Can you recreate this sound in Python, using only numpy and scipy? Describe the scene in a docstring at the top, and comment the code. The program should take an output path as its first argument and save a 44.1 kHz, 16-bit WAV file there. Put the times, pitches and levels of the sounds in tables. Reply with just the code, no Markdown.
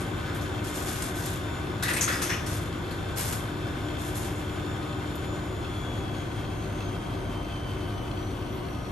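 """Washing machine losing spin speed

Heard close to the door of a front loader in a small room: about ten turns a second, then slowing.
The unbalanced drum and whining motor sum wandering tones on multiples of the drum rate; the pump hums
on the mains and rattles as filtered noise; air and water rush as noise that rings the panels.
Mostly in the first half, something loose skitters and clatters: bursts of tiny random clicks."""
import sys
import numpy as np
from scipy import signal
from scipy.fft import rfft, irfft
from scipy.io import wavfile

SR = 44100
rng = np.random.default_rng(int(sys.argv[2]) if len(sys.argv) > 2 else 0)


def store_pcm(level_fs):
    """Save levels as 16-bit WAV."""
    pcm = np.round(np.clip(level_fs, -1, 1) * 32767).astype(np.int16)
    wavfile.write(sys.argv[1], SR, np.atleast_2d(pcm).T)


N = 392931
T = np.arange(N) / SR  # time, s
HZ = np.maximum(np.arange(N // 2 + 1) * SR / N, 1)  # frequencies of the spectrum, Hz

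MAINS_HZ = 50.02
BELT_RATIO = 6  # turns of the motor shaft for each turn of the drum
EASES_S, EASING_S = 5.2, .5  # the motor begins to ease off, and takes this long

# colour of the skittering and of the crack of a blow: (frequency [Hz], gain [dB])
CRACKLE_COLOUR = [(80, -36), (400, -7), (1200, 1), (2500, 0.5), (4500, -0.5), (6500, 0), (8500, 1),
                  (11300, 7), (12200, -3.5), (13000, -28)]


def drum(speed, angle, smear=.3, waver_db=1.5, count=58):
    """Every turn the load shoves the tub; springs smear the shove and its higher multiples wander."""
    # shake of the load: (multiple of the drum rate, level before the cabinet lifts it [dB])
    shake = [(3, -62), (4, -54.5), (5, -51.5), (6, -73), (7, -48.5), (8, -50.5), (9, -55.5), (10, -51),
             (11, -54), (12, -47.5), (13, -56.5), (14, -45.5), (15, -58.5), (16, -56.5), (17, -52),
             (18, -55), (21, -61.5), (22, -58), (23, -57), (24, -57.5), (25, -56.5), (26, -65.5), (29, -62),
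             (30, -63), (31, -55), (32, -59.5), (33, -56), (35, -57), (37, -64), (41, -66), (42, -59),
             (43, -66), (60, -74)]
    # cabinet resonances that lift the shake as it passes: (frequency [Hz], width [Hz], gain [dB])
    cabinet = [(44.6, 1.4, 7.5), (78.5, 2.6, 4.5), (161, 12.5, -1), (378.4, 5.4, 8.5)]
    multiples, levels_db = np.transpose(shake)
    total = 0
    for k in np.arange(count) + 3:
        # the lift moves slowly: every hundredth sample is enough
        coarse_lift = 1 + np.abs(resonances(cabinet, k * speed[::100]))
        lift = np.interp(T, T[::100], coarse_lift)
        size = undb(np.interp(k, multiples, levels_db) + waver_db * walk(3)) * lift
        wander = (k / 28) ** 2 * walk(2)
        total = total + size * np.cos(k * angle + smear * k ** 2 + wander)
    return np.sqrt(2) * total


def motor(speed, angle, whine_order=350, ripple=0.13):
    """The whine and its multiples flutter with the belt and swell as they slide through resonances."""
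    # how well the housing radiates the whine: (frequency [Hz], level [dB])
    housing = [(1690, -82), (1765, -61), (1900, -80), (2700, -76), (2885, -68), (2915, -58), (2960, -57.5),
               (2978, -69), (3010, -55), (3050, -54), (3075, -50), (3115, -50.5), (3140, -54), (3165, -61),
               (3195, -54), (3255, -66), (3280, -55), (3325, -54), (3355, -50), (3390, -49), (3425, -55),
               (3460, -61), (3495, -57), (3530, -57), (4300, -70), (4700, -66), (4900, -73), (5300, -70),
               (5780, -59), (5900, -64), (5950, -58.5), (6000, -63), (6250, -62.5), (6410, -62),
               (6480, -57.5), (6535, -65), (6590, -60), (6690, -67), (6730, -56), (6790, -57), (6850, -63),
               (6900, -56), (7000, -56), (7035, -62.5), (7060, -59.5), (8300, -72), (9700, -70),
               (10150, -68), (10600, -74), (11500, -68), (11720, -61), (11850, -70), (12500, -80),
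               (13000, -79), (13600, -95)]
    # tones of the motor: (multiple of the whine, level over the housing's [dB])
    tones = [(.5, 0), (1, 0), (1.5, 0), (2, 0), (3, 0), (4, 0)]
    # side tones while the motor pulls: (multiple of the drum rate, level [dB])
    side_tones = [(330, -66), (356, -61.5)]
    flutter = .22 * walk(28) + .5 * walk(12) + .5 * walk(4)
    phase = whine_order * angle + flutter
    throb = 1 + ripple * np.cos(BELT_RATIO * angle) + ripple * np.cos(4 * np.pi * MAINS_HZ * T)
    whine = 0
    for k, db in tones:
        # the overtones flicker more deeply
        depth = min(k, 2)
        size = undb(db + 1.5 * depth * walk(16) - .5 * depth)
        whine = whine + response(housing, k * whine_order * speed) * size * np.cos(k * phase)
    pulling = 1 - eased() ** 2
    for order, db in side_tones:
        whine = whine + pulling * undb(db + 2 * walk(12)) * np.cos(order * angle + flutter)
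    return np.sqrt(2) * whine * throb


def eased():
    """0 while the motor pulls, 1 once it has eased off."""
    return np.clip((T - EASES_S) / EASING_S, 0, 1)


def clatter(room_db=-7, wall_db=-0.5, note_width=0.22, clink_width=0.17):
    """Each blow is a dying flurry of contacts: a bright crack, a hollow wall knock and a thin clink."""
    # blows: (time [s], crack [dB], knock [dB], knock pitch [Hz], clink [dB], clink pitch [Hz], t60 [s])
    blows = [(.002, -41.5, -60, 1600, -49, 8500, 0.22), (.343, -42, -65, 1600, -47, 11300, 0.23),
             (.411, -44, -57, 1600, -50, 6040, 0.18), (.642, -42, -58, 1600, -54, 5500, .12),
             (.870, -39, -41, 1620, -46, 4500, 0.2), (1.021, -29, -55, 1600, -31, 8800, .05),
             (1.033, -36, -57, 1600, -43, 8600, .2), (1.258, -30, -58, 1600, -38, 11600, 0.048),
             (1.272, -38, -50, 1570, -47, 3840, .2), (1.824, -27.5, -31.5, 1706, -34, 3700, 0.2),
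             (1.850, -37, -34, 1860, -47, 4000, 0.2), (1.880, -28.5, -29, 1910, -33, 2600, 0.2),
             (1.900, -38, -29.5, 1717, -43, 3700, 0.15), (1.931, -29, -35.5, 1693, -32, 8900, 0.19),
             (1.963, -30.5, -30, 2510, -37, 8000, 0.24), (2.007, -27, -40, 2090, -24, 6400, 0.2),
             (2.021, -26.5, -39, 2100, -29.5, 8500, 0.17), (2.040, -41, -42, 2120, -29, 6660, 0.11),
             (2.075, -34.5, -26, 1598, -44, 3260, 0.29), (2.116, -34.5, -33, 1660, -43, 4900, 0.52),
             (2.215, -27.5, -37.5, 1290, -34.5, 5960, 0.31), (2.292, -41, -30, 1897, -34.5, 5550, 0.29),
             (2.312, -45, -35.5, 2700, -46, 5830, 0.31), (2.459, -35.5, -56, 1610, -44, 5750, 0.26),
             (2.907, -44, -53, 1600, -46, 4200, .18), (3.171, -31, -56, 2210, -35, 11200, 0.37),
             (3.323, -31, -56, 1600, -40, 11300, 0.14), (4.166, -50, -62, 1600, -35, 10800, 0.12),
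             (5.153, -44, -65, 1600, -45, 11800, .07)]
    # modes of the drum wall that every blow knocks on: (frequency [Hz], width [Hz], gain [dB])
    wall = [(600, 270, -4), (1210, 250, -7), (1720, 520, 4), (2480, 320, -8), (3350, 280, -23)]
    rise_share = 0.017  # rise time as a share of t60: a longer flurry takes longer to build
    size = SR // 2
    age = T[:size]
    cracks, knocks, notes = np.zeros((3, N))
    for start, crack_db, knock_db, knock_hz, clink_db, clink_hz, t60 in blows:
        rise = 1 - np.exp(-age / (rise_share * t60))
        force = rise * np.exp(-np.log(1000) * age / t60)
        contacts = grains(rate=6000, spread_db=2.5, size=size)
        span = slice(int(start * SR), int(start * SR) + size)
        cracks[span] += force * undb(crack_db) * grains(rate=3500, spread_db=2.5, size=size)
        knocks[span] += force * undb(knock_db + wall_db) * contacts
        # the pitch of the hollow note is set by where the blow lands
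        notes[span] += force * undb(knock_db) * swoop(knock_hz, note_width, age)
        notes[span] += force * undb(clink_db) * ringing(contacts, clink_hz, clink_width)
    bright = shape(cracks, unit(response(CRACKLE_COLOUR, HZ)))
    hollow = shape(knocks, unit(resonances(wall, HZ)))
    blows_heard = bright + hollow + notes
    return blows_heard + undb(room_db) * echoes(blows_heard, t60=0.55)


def swoop(hz, width, age, depth=0.303, settle_s=0.00493):
    """A resonance that slides up to its pitch as the contact settles; depth and width are shares of it."""
    pitch = hz * (1 - depth * np.exp(-age / settle_s))
    # slow noise on two axes spreads the tone into a band
    lowpass = signal.butter(2, hz * width / 2, fs=SR, output="sos")
    sway = signal.sosfilt(lowpass, rng.standard_normal((2, len(age))))
    carrier = np.exp(2j * np.pi * np.cumsum(pitch) / SR)
    return unit(np.real((sway[0] + 1j * sway[1]) * carrier))


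def ringing(x, hz, width):
    """Ring a broad resonance, width as a share of its centre; rms 1."""
    edges = np.minimum([hz / (1 + width / 2), hz * (1 + width / 2)], .45 * SR)
    return unit(signal.sosfilt(signal.butter(2, edges, "bandpass", fs=SR, output="sos"), x))


def skitter(level_db=2.0, room_db=-6):
    """Something loose slides and scratches, catching unevenly: a dense run of tiny clicks."""
    # slides of the loose thing: (start [s], length [s], level before level_db is added [dB])
    slides = [(0.633, 0.11, -47), (0.74, 0.09, -44), (0.857, 0.2, -43.5), (1.142, 0.19, -45),
              (2.48, .08, -43), (3.154, 0.17, -40.5), (3.978, 0.11, -48.5), (4.142, 0.12, -46.5),
              (4.354, 0.037, -59)]
    catching = undb(1.3 * walk(30))
    size = catching * sum(slide(*row) for row in slides)
    scratch = unit(shape(grains(rate=1500, spread_db=-0.5), response(CRACKLE_COLOUR, HZ)))
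    clicks = scratch * size * undb(level_db)
    return clicks + undb(room_db) * echoes(clicks, t60=0.059)


def slide(start, length, db, attack_s=0.0099, release_db_per_s=145):
    """Force of one slide: it grips quickly, holds, then dies away."""
    age = np.maximum(T - start, 0)
    grip = 1 - np.exp(-age / attack_s)
    return grip * undb(db - release_db_per_s * np.maximum(age - length, 0))


def hum(waver_db=1.3, drone_hz=56.5, drone_db=-52.5):
    """The pump hums on mains multiples, rebalanced as the motor eases; a buzz wavers over a low drone."""
    # pump hum: (multiple of the mains, level [dB], change once the motor has eased off [dB])
    hum_lines = [(2, -41, 0.5), (4, -56.5, -9), (5, -57.5, -4.5), (9, -58, -4.5), (12, -57.5, -1),
                 (14, -63, 7), (16, -57, -6), (19, -61, -3), (25, -56.5, -2)]
    # level of the buzz at six times the mains: (time [s], level [dB])
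    buzz_level = [(0.0, -44), (2.98, -45.5), (3.15, -57), (3.38, -42), (5.36, -42), (5.44, -46.5),
                  (8.51, -45), (8.91, -54)]
    mains = 2 * np.pi * MAINS_HZ * T
    lines = 0
    for k, db, change_db in hum_lines:
        # the higher lines waver more
        waver = min(1 + k / 8, 2.8) * walk(6)
        size = undb(db + change_db * eased() + waver)
        lines = lines + size * np.cos(round(k) * mains + .03 * k * walk(6))
    buzz_size = undb(curve(buzz_level) + waver_db * walk(14))
    buzz = buzz_size * np.cos(6 * mains + .25 * walk(9))
    drone = undb(drone_db) * np.cos(2 * np.pi * drone_hz * T)
    return np.sqrt(2) * (lines + buzz + drone)


def rattle(angle, level_db=-54.0, throb=0.37):
    """Brief gulps of air in the impeller rattle the pump housing, which throbs with the motor shaft."""
    # rattle of the pump housing: (frequency [Hz], width [Hz], gain [dB])
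    housing_modes = [(2637, 52, 8.5), (3233, 250, 6.5), (4130, 110, 1.5)]
    gulp = np.exp(-T[:SR // 50] / .0025)  # dies away over a few milliseconds
    force = signal.fftconvolve(np.abs(grains(rate=260, spread_db=1.2)), gulp)[:N]
    force = force * (1 + throb * np.cos(BELT_RATIO * angle))
    noise = force * rng.standard_normal(N)
    return undb(level_db) * unit(shape(noise, resonances(housing_modes, HZ)))


def rush(speed, angle, pulsing=0.056, lurch=0.018):
    """The tub rumbles; air and water hiss, pulsing at twice the mains and each turn; panels ring to all."""
    # rumble of the tub: (frequency [Hz], level in 1 Hz before the panels [dB])
    rumble_colour = [(24, -102), (46, -78), (64, -64.5), (80, -63), (110, -55.5), (138, -66), (200, -65.5),
                     (280, -63), (320, -63.5), (378, -63), (415, -74), (560, -73), (700, -75.5),
                     (1200, -78), (1600, -92.5), (4000, -110)]
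    # hiss of air and water: (frequency [Hz], level in 1 Hz before flow and panels [dB])
    hiss_colour = [(500, -90), (1100, -80.5), (1550, -83.5), (2150, -82), (2850, -87), (3250, -81.5),
                   (3800, -89), (5000, -96), (6800, -96.5), (7500, -98), (9000, -98.5), (11200, -91.5),
                   (12000, -100.5), (12800, -120)]
    # water flung on the tub wall: (frequency [Hz], width [Hz], level in 1 Hz before flow and panels [dB])
    wash_modes = [(1527, 390, -83.5), (3510, 90, -93)]
    # resonances of the steel panels, over the plain rush: (frequency [Hz], width [Hz], gain [dB])
    panel_modes = [(355.3, 6.6, 3), (381.3, 6.2, 3.5), (459, 17, 4.5), (524.5, 14, 5.5), (581, 12.6, 7),
                   (620, 21, -7), (686, 19, 7), (734, 12, -4), (783, 15, 6.5), (936, 22, 3.5),
                   (1078, 62, 5), (1184, 60, 0), (1383, 14, 2.5), (1488, 26, 5), (1540, 17, 4.5),
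                   (1673, 18, 5.5), (2006, 76, 0.5), (2683, 41, 5)]
    white = rng.standard_normal((3, N)) * np.sqrt(SR / 2)
    flow_db = flow(speed)
    rumble = shape(white[0], response(rumble_colour, HZ)) * undb(0.82 * walk(12))
    hiss = shape(white[1], response(hiss_colour, HZ)) * undb(flow_db + 0.91 * walk(25))
    hiss *= 1 + pulsing * np.cos(4 * np.pi * MAINS_HZ * T) + lurch * np.cos(angle)
    # the wash dies away faster than the hiss as the flow falls
    wash = shape(white[2], resonances(wash_modes, HZ)) * undb(3 * flow_db + 1.5 * walk(9))
    panels = np.sqrt(1 + sum(np.abs(resonances([mode], HZ)) ** 2 for mode in panel_modes))
    sound = shape(rumble + hiss + wash, panels)
    # the room adds a fine ripple above the bass
    share = .12 * HZ ** 2 / (HZ ** 2 + 700 ** 2)
    direct = shape(sound, np.sqrt(1 - share))
    return direct + shape(echoes(sound, t60=0.097), np.sqrt(share))


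def flow(speed, start_db=2.5, drying_db_per_s=0.28, db_per_turn_rate=1):
    """Strength of the rush in dB: less water is flung out as time passes and as the drum slows."""
    return start_db - drying_db_per_s * T + db_per_turn_rate * (speed - speed[0])


def undb(db):
    """Decibels to gain."""
    return 10 ** (np.asarray(db) / 20)


def unit(x):
    """Scale to rms 1."""
    return x / np.sqrt(np.mean(np.abs(x) ** 2))


def curve(rows):
    """Join (s, value) rows by straight lines."""
    return np.interp(T, *np.transpose(rows))


def response(rows, hz):
    """Gain of a (Hz, dB) spectrum at the given frequencies."""
    f, db = np.transpose(rows)[:2]
    return undb(np.interp(np.log(hz), np.log(f), db))


def resonances(modes, hz):
    """Complex gain of (Hz, width, dB) modes."""
    return sum(undb(db) / (1 + 1j * (hz ** 2 - f ** 2) / (hz * w)) for f, w, db in modes)


def shape(x, gain):
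    """Filter by a gain over frequency."""
    return irfft(rfft(x) * gain, N)


def walk(rate):
    """Smooth chance that changes about rate times a second; spread near 1."""
    points = signal.resample_poly(rng.standard_normal(int(N / SR * rate) + 3), 8, 1)
    return np.interp(T * rate * 8, np.arange(len(points)), points)


def grains(rate, spread_db, size=N):
    """Random tiny impacts, about rate a second, of unequal size and either sign; rms 1."""
    hit = rng.random(size) < rate / SR
    sign = rng.choice([-1, 1], size)
    return unit(hit * sign * undb(spread_db * np.minimum(rng.standard_normal(size), 2)))


def echoes(x, t60):
    """Dense reflections that die away by 60 dB in t60 seconds."""
    tail = rng.standard_normal(SR // 2) * np.exp(-np.log(1000) * T[:SR // 2] / t60)
    return signal.fftconvolve(x, tail / np.linalg.norm(tail))[:N]


def scene():
    """Shake and hum come from straight ahead, rush and clatter from all round; walls spread the rest."""
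    # drum speed: (time [s], rate [turns per second])
    drum_speed = [(0, 10.083), (1.7, 10.085), (3.1, 10.05), (4.2, 10.085), (5.05, 10.097), (6, 9.606),
                  (7.45, 8.9), (8.91, 8.206)]
    # stereo width, narrow bass, wide middle, uneven treble: (frequency [Hz], side minus mid [dB])
    stereo_width = [(30, -40), (126, -9.5), (282, -10.5), (600, -3.5), (1740, -2), (3270, -8.5),
                    (5200, -4.5), (6500, -6.5), (7450, -5.5), (8650, -13), (9200, -15), (10200, -44),
                    (11100, -11), (12200, -20)]
    speed = curve(drum_speed)
    angle = 2 * np.pi * np.cumsum(speed) / SR
    bright = motor(speed, angle) + rattle(angle)
    # two independent draws of the same sources fill mid and side
    ahead, around = (rush(speed, angle) + skitter() + clatter() for _ in range(2))
    mid = drum(speed, angle) + hum() + bright + ahead
    side = shape(around + echoes(bright, t60=0.1), response(stereo_width, HZ))
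    return np.array([mid + side, mid - side])


def record(dry, top_hz=12900):
    """Left and right differ in level and phase by frequency; the top is cut."""
    # left channel relative to the right: (frequency [Hz], phase lead [rad], level [dB])
    left_lead = [(30, 0, 0), (126, 0, 1.7), (600, 0, 3), (1200, 0, 2), (1650, -1, 2.5), (2100, 0, 2),
                 (2900, .8, 2), (4300, .5, 3.5), (5400, .6, 5), (6900, .2, 4), (7600, .8, 2),
                 (8300, .3, .3), (8650, 0, 0), (9000, -.4, 0), (9900, -2.8, 0), (10200, -3.14, 0),
                 (10450, -3.4, 0), (11100, -4.5, 0), (11750, -6.15, 0), (12200, -6.28, 0)]
    hz, radians, db = np.transpose(left_lead)
    # half of the difference goes to each channel
    lean = undb(np.interp(HZ, hz, db) / 2) * np.exp(.5j * np.interp(HZ, hz, radians))
    channels = np.array([shape(dry[0], lean), shape(dry[1], 1 / lean)])
    return signal.sosfilt(signal.ellip(8, .2, 70, top_hz, fs=SR, output="sos"), channels)


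dry = scene()
out = record(dry)
store_pcm(out)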